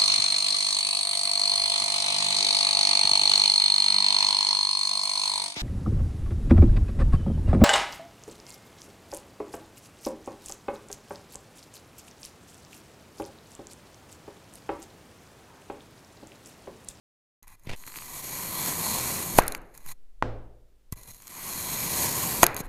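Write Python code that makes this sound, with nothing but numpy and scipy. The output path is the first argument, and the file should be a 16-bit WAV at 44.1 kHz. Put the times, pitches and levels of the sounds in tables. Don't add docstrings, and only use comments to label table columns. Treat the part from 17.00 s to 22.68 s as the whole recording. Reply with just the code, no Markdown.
import sys
import numpy as np
from scipy import signal
from scipy.io import wavfile
from scipy.ndimage import uniform_filter1d

SR = 44100
rng = np.random.default_rng(int(sys.argv[2]) if len(sys.argv) > 2 else 0)


def amplitude_ratio(level_db):
    exponent = np.asarray(level_db, float) / 20
    return 10 ** exponent


def pcm_store(signal):
    levels = np.round(np.clip(np.atleast_2d(signal), -1, 1) * 32767)
    wavfile.write(sys.argv[1], SR, levels.astype(np.int16).T)


N = 250488

# f/Hz, level/dB per Hz
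HISS_TONE = [(60, -9), (150, 2.5), (400, -0.5), (1000, -10), (4000, -14), (15400, -19)]
HISS_DB = -73.5
# f/Hz, level/dB per Hz
SWAY_TONE = [(3, 0), (20, 6.5), (40, -6), (80, -21), (140, -34.5), (300, -69)]
# t/s, level/dB
KICKS = [
    (.45, -55),
    (.97, -51),
    (2.4, -32.5),
    (2.86, -51.5),
    (3.24, -36),
    (3.95, -48),
    (4.7, -53),
    (5.43, -40),
    (5.68, -35),
]
SWAY_DB, SWAY_RISE, SWAY_FALL = -56.5, 220, 65

# t/s, peak level/dB
BITES = [(0.4277, -37.5), (0.4783, -33), (.5003, -44), (0.595, -45), (.634, -45.5), (.6699, -43),
         (0.7613, -34.5), (0.8646, -27), (.8764, -36), (0.9567, -33), (0.9714, -32), (3.923, -19.5),
         (3.937, -41), (3.9689, -41), (4.0322, -33), (4.0743, -38), (4.1144, -31.5), (4.145, -32),
         (4.2208, -33), (4.2697, -27.5), (4.2774, -25.5)]
# t/s, peak level/dB
CREAKS = [(0.7477, -33.5), (0.837, -31), (0.8759, -31), (0.899, -35), (0.92, -30.5), (0.9405, -29),
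          (0.9585, -25), (0.974, -31), (0.986, -25), (1.0079, -27), (1.021, -23)]
# t/s, peak level/dB, relative dull level/dB, length/ms
REBOUNDS = [
    (2.3837, -3.5, -29, 1.8),
    (2.3862, -1, 0.5, 0.87),
    (2.3914, -3, -23, 0.37),
    (2.3935, -9, -33, 0.42),
    (2.397, -26, -23.5, 2.04),
    (5.43, 6, -8, 1.7),
    (5.4308, 9.5, -14.5, 0.44),
    (5.4387, 2.5, -10.5, 0.84),
    (5.4646, 1, -13, 0.91),
]
# t/s, peak level/dB, relative dull level/dB
PINCHES = [(2.4209, -22, -7), (2.4355, -25, -11.5), (2.4464, -50, -8), (2.4663, -26, -20.5),
           (2.4791, -7.5, -19), (2.4904, -40, -16), (2.5207, -14.5, -16), (2.5481, -18, 0),
           (2.5694, -45, -8), (2.5764, -36, -14), (2.616, -44.5, -16), (2.7493, -36, -7),
           (2.7754, -25.5, -20.5), (2.8055, -46.5, -20), (2.8619, -26, -12.5), (5.4599, -30, -15),
           (5.5443, -20, -24), (5.5645, -12, -11), (5.575, -26, 0), (5.6431, -53, -5), (5.656, -41, -30)]
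LAG, RISE = .0009, .00015
GRAIN_MS, PINCH_MS = 1.7, 1
DULL_DB, DULL_SLOPE = -17, -0.16
# f/Hz, level/dB per Hz
CREAK_TONE = [(500, -20.5), (950, -4), (2300, -1.5), (4500, -4), (6500, -17), (10000, -31)]
# f/Hz, width/Hz, level/dB
CREAK_RING = [(1010, 650, 11), (2340, 450, 3.5), (4540, 400, 7)]

# t/s, length/s, level/dB, swell/dB, relative dull level/dB
SCRAPES = [(0.433, 0.027, -61, -17, 10), (.473, 0.081, -57.5, -4.5, 7), (2.398, .008, -33, -14, -8),
           (2.409, 0.16, -50.5, -7, -8), (2.583, 0.16, -76.5, 4, 0.5), (2.741, 0.07, -56.5, -7, 4),
           (2.807, 0.063, -67, 14.5, 3.5), (2.872, 0.05, -47, 7, 0.5), (3.927, 0.011, -41, -14, 4.5),
           (5.4415, 0.022, -29.5, -29, -2), (5.474, 0.095, -58, -1.5, 23), (5.636, 0.03, -58.5, 1, 8)]
# t/s, length/s, level/dB, swell/dB, relative dull level/dB
RUBS = [
    (.57, 0.091, -82.5, 18, 6.5),
    (.68, 0.11, -65, .1, -5),
    (3.96, 0.11, -56.5, 0.7, 0.5),
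    (4.075, 0.036, -46.5, -1.5, -3.5),
    (4.12, 0.087, -51, -5.5, -5.5),
    (5.57, .04, -41.5, 3.5, -0.5),
]
SCRAPE_RISE, SCRAPE_FALL = 3500, 2400
# f/Hz, level/dB per Hz
FREE_BASE = [(1500, -30.5), (2700, -4), (6000, -2.5), (12000, -0.5), (15400, -5)]
# f/Hz, width/Hz, level/dB
FREE_MODES = [(3530, 35, 5.5), (4112, 180, 13.5), (5800, 100, 7), (6570, 90, 17), (6930, 190, 4.5),
              (7470, 75, 10.5), (9240, 620, 6.5), (10030, 110, 2.5), (10700, 350, 7.5), (11850, 640, 12),
              (14600, 370, 6)]
# f/Hz, width/Hz, level/dB
FREE_FLEX = [(1010, 200, 25), (1680, 70, 9), (1990, 80, 16), (2400, 200, 17)]
# f/Hz, level/dB per Hz
RUMBLE = [(35, -15), (70, -2), (120, 1.5), (200, -10.5), (350, -27.5), (600, -57.5)]
RUMBLE_BEND_DB, RUMBLE_RUB_DB = -8, -0.5

# t/s, level/dB
SLUMP = [(.655, -75), (.67, -45), (.682, -55), (.695, -40), (.725, -42.5), (.745, -44.5), (.76, -64)]
# f/Hz, level/dB per Hz
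SLUMP_TONE = [(35, -22), (60, -3), (283, -14), (370, -13.5), (839, -17), (1000, -20), (1200, -27),
              (2180, -15.5), (12000, -39.5), (15600, -58), (22000, -120)]

# t/s, peak level/dB, first f/Hz, last f/Hz, first swing (out +, in -)
BUMPS = [
    (.6725, -24.5, 181, 110, 0.7),
    (.866, -43, 150, 90, 1),
    (2.861, -45, 300, 149, 0.66),
    (3.925, -20.5, 150, 91.6, 1),
]
LANDINGS = [
    (2.3871, 4.5, 400, 1205, 0.98),
]
TOPPLE = [
    (3.225, -4.5, 1090, 812, 0.83),
]
SLAMS = [
    (5.4322, 4.5, 640, 1340, -1.06),
]
FLOPS = [
    (5.6045, -19, 410, 90, 0.74),
]
# f/Hz, level/dB, t60/s
TABLE_MODES = [(362.3, -27.5, 0.12), (696, -17, 0.041), (1363, -12.5, 0.014), (1446, -26, 0.047),
               (1890, -15, 0.023), (2400, -35, .07)]
# f/Hz, level/dB
TABLE_ECHO = [(30, -5.5), (150, -9), (700, -6), (1350, -7.5), (2200, -11.5), (3100, -25), (4200, -23),
              (6500, -35.5), (12000, -44)]
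# f/Hz, t60/s
ROOM_DECAY = [(60, 0.77), (120, 0.8), (300, 0.89), (1000, 0.61), (3000, 0.55), (8000, 0.34)]

# t/s, level/dB, half width/s
PUFFS = [
    (0.715, -26.5, 0.022),
    (2.397, -17, 0.0099),
    (2.904, -28.5, 0.068),
    (3.06, -53, 0.071),
    (3.33, -35.5, 0.044),
]

# t/s, grit level/dB
CUTS = [
    [(.77, -54.5), (1.2, -39), (1.55, -34.5), (1.686, -29), (1.75, -33.5), (1.86, -29), (2.17, -32),
     (2.33, -35.5), (2.369, -33)],
    [(4.2, -58.5), (4.32, -46), (4.47, -37), (4.86, -31.5), (5.034, -26.5), (5.104, -30.5), (5.236, -30),
     (5.37, -31), (5.415, -31)],
]
PLUNGE_S, PLUNGE_DB = .017, 10.5
CRUSH_TOP_DB, CRUSH_DEEP_DB, FLEX_DB = -11, -7, -8
# t/s, extra level/dB
LURCHES = [
    (.845, -3),
    (0.879, 8.5),
    (.93, -0.5),
    (0.971, 7.5),
    (1.186, 0.5),
    (1.22, -6),
    (1.242, 2),
    (4.284, -2),
    (4.316, 1.5),
    (4.887, -2.5),
]
LURCH_S = 0.01
# f/Hz, level/dB per Hz
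GRIT = [(1590, -48.5), (2700, -13.5), (4090, -7.5), (5430, -8.5), (6710, -2.5), (10400, -4.5),
        (11800, -0.5), (15400, -11.5)]
# f/Hz, width/Hz, level over the grit/dB
BLADE = [(3283, 20, 6), (4234, 270, 7), (5515, 38, -3.5), (5870, 210, -5), (6626, 100, 8), (7560, 48, -3.5),
         (9500, 96, 1), (9700, 130, 4.5), (11380, 180, 3), (12760, 670, 2.5), (14300, 460, -6)]
# f/Hz, level/dB per Hz
FLEX_BASE = [(400, -30.5), (750, 3), (1300, -1.5), (2700, -2.5), (4000, -26)]
# f/Hz, width/Hz, level/dB
FLEX = [(1022, 160, 16), (1720, 450, 4.5), (1976, 100, 7), (2340, 180, 11.5)]
# f/Hz, level/dB per Hz
CRUSH = [(35, -30), (60, 0), (179, 4), (268, -1.5), (359, -1.5), (465, -5), (702, -4.5), (800, -3.5),
         (1040, -35.5), (1760, -120)]
CRUST_AT = [
    1,
    4.36,
]
CRUST_S, CRUST_PER_S, CRUST_DB = 0.2, 220, -37

# f/Hz, level/dB, t60/s
BOOM = [(30, -21.5, 0.19), (50.3, -33.5, 0.99), (109, -30, 0.67), (255, -22.5, 0.12), (357, -38, 0.27),
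        (508, -37.5, 0.6)]
# f/Hz, level/dB
SLAB_ECHO = [(30, -8.5), (250, -7.5), (600, -4.5), (1500, -17), (3000, -28), (5500, -34.5), (8000, -42.5),
             (14000, -71)]
SLAB_DB = -4.5


def evened(x):
    return x / np.sqrt(np.mean(x ** 2) + 1e-20)


def read(points, hz):
    f, value = np.transpose(points)
    return np.interp(np.log(hz + 1), np.log(f + 1), value)


def add(mix, s, sound):
    part = mix[round(s * SR):][:len(sound)]
    part += sound[:len(part)]


def colour(x, points, peaks=(), size=8192):
    hz = abs(np.fft.fftfreq(size, 1 / SR))
    power = amplitude_ratio(read(points, hz)) ** 2
    for f, width, db in peaks:
        power = power * (1 + amplitude_ratio(db) ** 2 / (1 + (2 * (hz - f) / width) ** 2))
    log_gain = np.log(power + 1e-10) / 2
    phase = -signal.hilbert(log_gain).imag
    taps = np.fft.ifft(np.exp(log_gain + 1j * phase)).real[:size // 2]
    return signal.oaconvolve(x, taps / np.linalg.norm(taps))[:len(x)]


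def level_curve(rows):
    s, db = np.transpose(rows)
    return np.interp(np.arange(N) / SR, s, db)


def window(rows, fade=.002):
    t = np.arange(N) / SR
    inside = np.minimum(t - rows[0][0], rows[-1][0] - t)
    return np.clip(inside / fade + 1, 0, 1)


def sway():
    t = np.arange(N) / SR
    kicks = [db + SWAY_RISE * np.minimum(t - s, 0) - SWAY_FALL * np.maximum(t - s, 0) for s, db in KICKS]
    return np.hypot(amplitude_ratio(SWAY_DB), amplitude_ratio(np.max(kicks, axis=0)))


def floor():
    hiss = amplitude_ratio(HISS_DB) * colour(rng.standard_normal(N), HISS_TONE)
    return hiss + sway() * colour(rng.standard_normal(N), SWAY_TONE, size=32768)


def ticks():
    bright, dull, t = np.zeros(N), np.zeros(N), np.arange(600) / SR
    rows = list(REBOUNDS)
    rows += [(s, db, DULL_DB + DULL_SLOPE * (db + 36), GRAIN_MS) for s, db in BITES]
    rows += [(*row, PINCH_MS) for row in PINCHES]
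    rows += [(s, db - 12.5, 15, .3) for s, db in CREAKS]
    for s, db, dull_db, ms in rows:
        noise = rng.standard_normal(600)
        shape = np.exp(-1000 * t / max(ms, .1)) * np.minimum(t / RISE, 1)
        same_energy = np.linalg.norm(shape) / np.linalg.norm(shape * noise)
        burst = amplitude_ratio(db - 8.0) * shape * noise * same_energy
        add(bright, s + LAG, burst)
        add(dull, s + LAG, amplitude_ratio(dull_db + 6.5) * burst)
    return bright, dull


def stroke(levels, grains_per_s=14000, coarse_db=0.0, judder_db=0.5):
    hit = rng.random(N) < grains_per_s / SR
    grain_db = coarse_db * np.minimum(rng.exponential(1, N), 5)
    cracks = evened(hit * rng.standard_normal(N) * amplitude_ratio(grain_db))
    judder = amplitude_ratio(judder_db * evened(signal.lfilter([1], [1, -.995], rng.standard_normal(N))))
    crush = 0.55 * cracks + 0.89 * rng.standard_normal(N)
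    return [judder * level * drive for level, drive in zip(levels, (cracks, crush, cracks))]


def scrapes():
    t, power = np.arange(N) / SR, np.zeros((3, N))
    for table, rub_db, bend_db in (SCRAPES, -17, -7), (RUBS, -6.5, -7):
        for s, length, db, swell_db, dull_db in table:
            edges = SCRAPE_RISE * np.minimum(t - s, 0) - SCRAPE_FALL * np.maximum(t - s - length, 0)
            swell = swell_db * np.clip((t - s) / length, 0, 1)
            shares = amplitude_ratio([[0], [dull_db + rub_db], [dull_db + bend_db]])
            power += (amplitude_ratio(db + swell + edges) * shares) ** 2
    return np.sqrt(power)


def slump(lumpy_db=4.0):
    lumps = evened(uniform_filter1d(rng.standard_normal(N), 150))
    level = window(SLUMP) * amplitude_ratio(level_curve(SLUMP) + 1.5 + lumpy_db * lumps)
    return colour(level * rng.standard_normal(N), SLUMP_TONE)


def knocks():
    dry, feed, t = np.zeros(N), np.zeros(N), np.arange(6000) / SR
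    table = sum(amplitude_ratio(db - 60 * t / t60) * np.sin(2 * np.pi * hz * t) for hz, db, t60 in TABLE_MODES)
    edge = (1 - t / .00008) * np.exp(-t / .00008)
    push = amplitude_ratio(-14) * t / 0.0044 * np.exp(-t / 0.00069)
    # rows, t60 s, sharp edge dB, table ring dB, room dB
    kinds = [(LANDINGS, .017, -14, -6.5, -3), (SLAMS, 0.01, -18, .5, -2.5), (BUMPS, 0.037, -33, -34, -23),
             (FLOPS, 0.026, -38, -25, 1.6), (TOPPLE, 0.0087, -41.5, -6, -55)]
    for rows, t60, edge_db, ring_db, room_db in kinds:
        for s, db, first_hz, last_hz, sign in rows:
            hz = last_hz + (first_hz - last_hz) * np.exp(-t / 0.0025)
            blow = amplitude_ratio(-60 * t / t60) * np.sin(2 * np.pi * np.cumsum(hz) / SR)
            swing = sign * (blow + amplitude_ratio(ring_db) * table)
            add(dry, s, amplitude_ratio(db) * (swing + amplitude_ratio(edge_db) * edge + push))
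            add(feed, s, amplitude_ratio([db + room_db]))
    return dry, colour(feed, TABLE_ECHO)


def room(x):
    taps = np.zeros(SR)
    at = np.arange(60, SR - 20, 10)
    taps[at + rng.integers(0, 10, len(at))] = rng.choice([-1., 1.], len(at))
    hz, t, z = signal.stft(taps, SR, nperseg=512)
    decay = amplitude_ratio(-60 * t / read(ROOM_DECAY, hz)[:, None])
    tail = signal.istft(z * decay, SR, nperseg=512)[1][:SR]
    return signal.fftconvolve(x, tail / np.linalg.norm(tail))[:N]


def puffs(leak_hz=1.6):
    t = np.arange(N) / SR
    bumps = sum(amplitude_ratio(db) * np.exp(-((t - s) / width) ** 2) for s, db, width in PUFFS)
    return signal.lfilter(*signal.butter(1, leak_hz, "high", fs=SR), bumps)


def cuts():
    t, level, depth = np.arange(N) / SR, np.zeros(N), np.zeros(N)
    for cut in CUTS:
        (s0, _), (s1, db1) = cut[0], cut[-1]
        rows = list(cut) + [(s1 + PLUNGE_S, db1 + PLUNGE_DB)]
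        level += window(rows) * amplitude_ratio(level_curve(rows))
        depth += window(rows) * np.clip((t - s0) / (s1 - s0), 0, 1)
    level *= amplitude_ratio(sum(db * np.exp(-((t - s) / LURCH_S) ** 2) for s, db in LURCHES))
    crush_db = CRUSH_TOP_DB + (CRUSH_DEEP_DB - CRUSH_TOP_DB) * depth
    return level, level * amplitude_ratio(crush_db), level * amplitude_ratio(FLEX_DB)


def shifting(x, patchy_db=1.41):
    z = signal.stft(x, nperseg=512, noverlap=384)[2]
    patches = uniform_filter1d(rng.standard_normal(z.shape), size=5, axis=0)
    for _ in range(2):
        patches = uniform_filter1d(patches, size=40, axis=1)
    return signal.istft(z * amplitude_ratio(patchy_db * evened(patches)), nperseg=512, noverlap=384)[1][:N]


def crust():
    t = np.arange(N) / SR
    busy = sum(np.exp(-((t - s) / CRUST_S) ** 2) for s in CRUST_AT)
    splits = (rng.random(N) < CRUST_PER_S / SR) * rng.standard_normal(N)
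    return amplitude_ratio(CRUST_DB) * busy * splits


def slab():
    feed, boom, t = np.zeros(N), np.zeros(N), np.arange(SR) / SR
    fall_s = TOPPLE[0][0]
    add(feed, fall_s, amplitude_ratio([SLAB_DB]))
    modes = sum(amplitude_ratio(db - 60 * t / t60) * -np.sin(2 * np.pi * hz * t) for hz, db, t60 in BOOM)
    add(boom, fall_s, modes * np.minimum(t / 0.034, 1))
    return boom, colour(feed, SLAB_ECHO)


def scene():
    bright, dull = ticks()
    scrape, rub, bend = stroke(scrapes(), coarse_db=1.6, judder_db=1.7)
    dry, echo = knocks()
    grit, crush, flex = stroke(cuts())
    boom, thud = slab()
    knife = shifting(colour(grit, GRIT, BLADE) + colour(flex, FLEX_BASE, FLEX))
    knife += colour(0.52 * bright, GRIT, BLADE)
    knife += colour(crush + rub, CRUSH)
    knife += colour(scrape + 0.72 * bright, FREE_BASE, FREE_MODES)
    knife += colour(bend, FLEX_BASE, FREE_FLEX)
    knife += colour(amplitude_ratio(RUMBLE_BEND_DB) * bend + amplitude_ratio(RUMBLE_RUB_DB) * rub, RUMBLE)
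    knife += colour(dull, CREAK_TONE, CREAK_RING)
    mix = knife + dry + boom + slump() + puffs() + floor()
    mix += room(echo + thud + amplitude_ratio(-32.5) * knife)
    mix += colour(crust(), CREAK_TONE, CREAK_RING)
    return np.array([mix, mix])


def band_limit(x):
    return signal.sosfilt(signal.butter(12, 16490, fs=SR, output="sos"), x)


def record(dry):
    started = np.arange(N) >= .4255 * SR
    x = np.clip(dry, -.97, .97) * started
    lowpass = signal.firwin(511, 15550, window=("kaiser", 9), fs=SR)
    x = signal.oaconvolve(x, lowpass[None], "same")
    return band_limit(x)


dry = scene()
out = record(dry)
pcm_store(out)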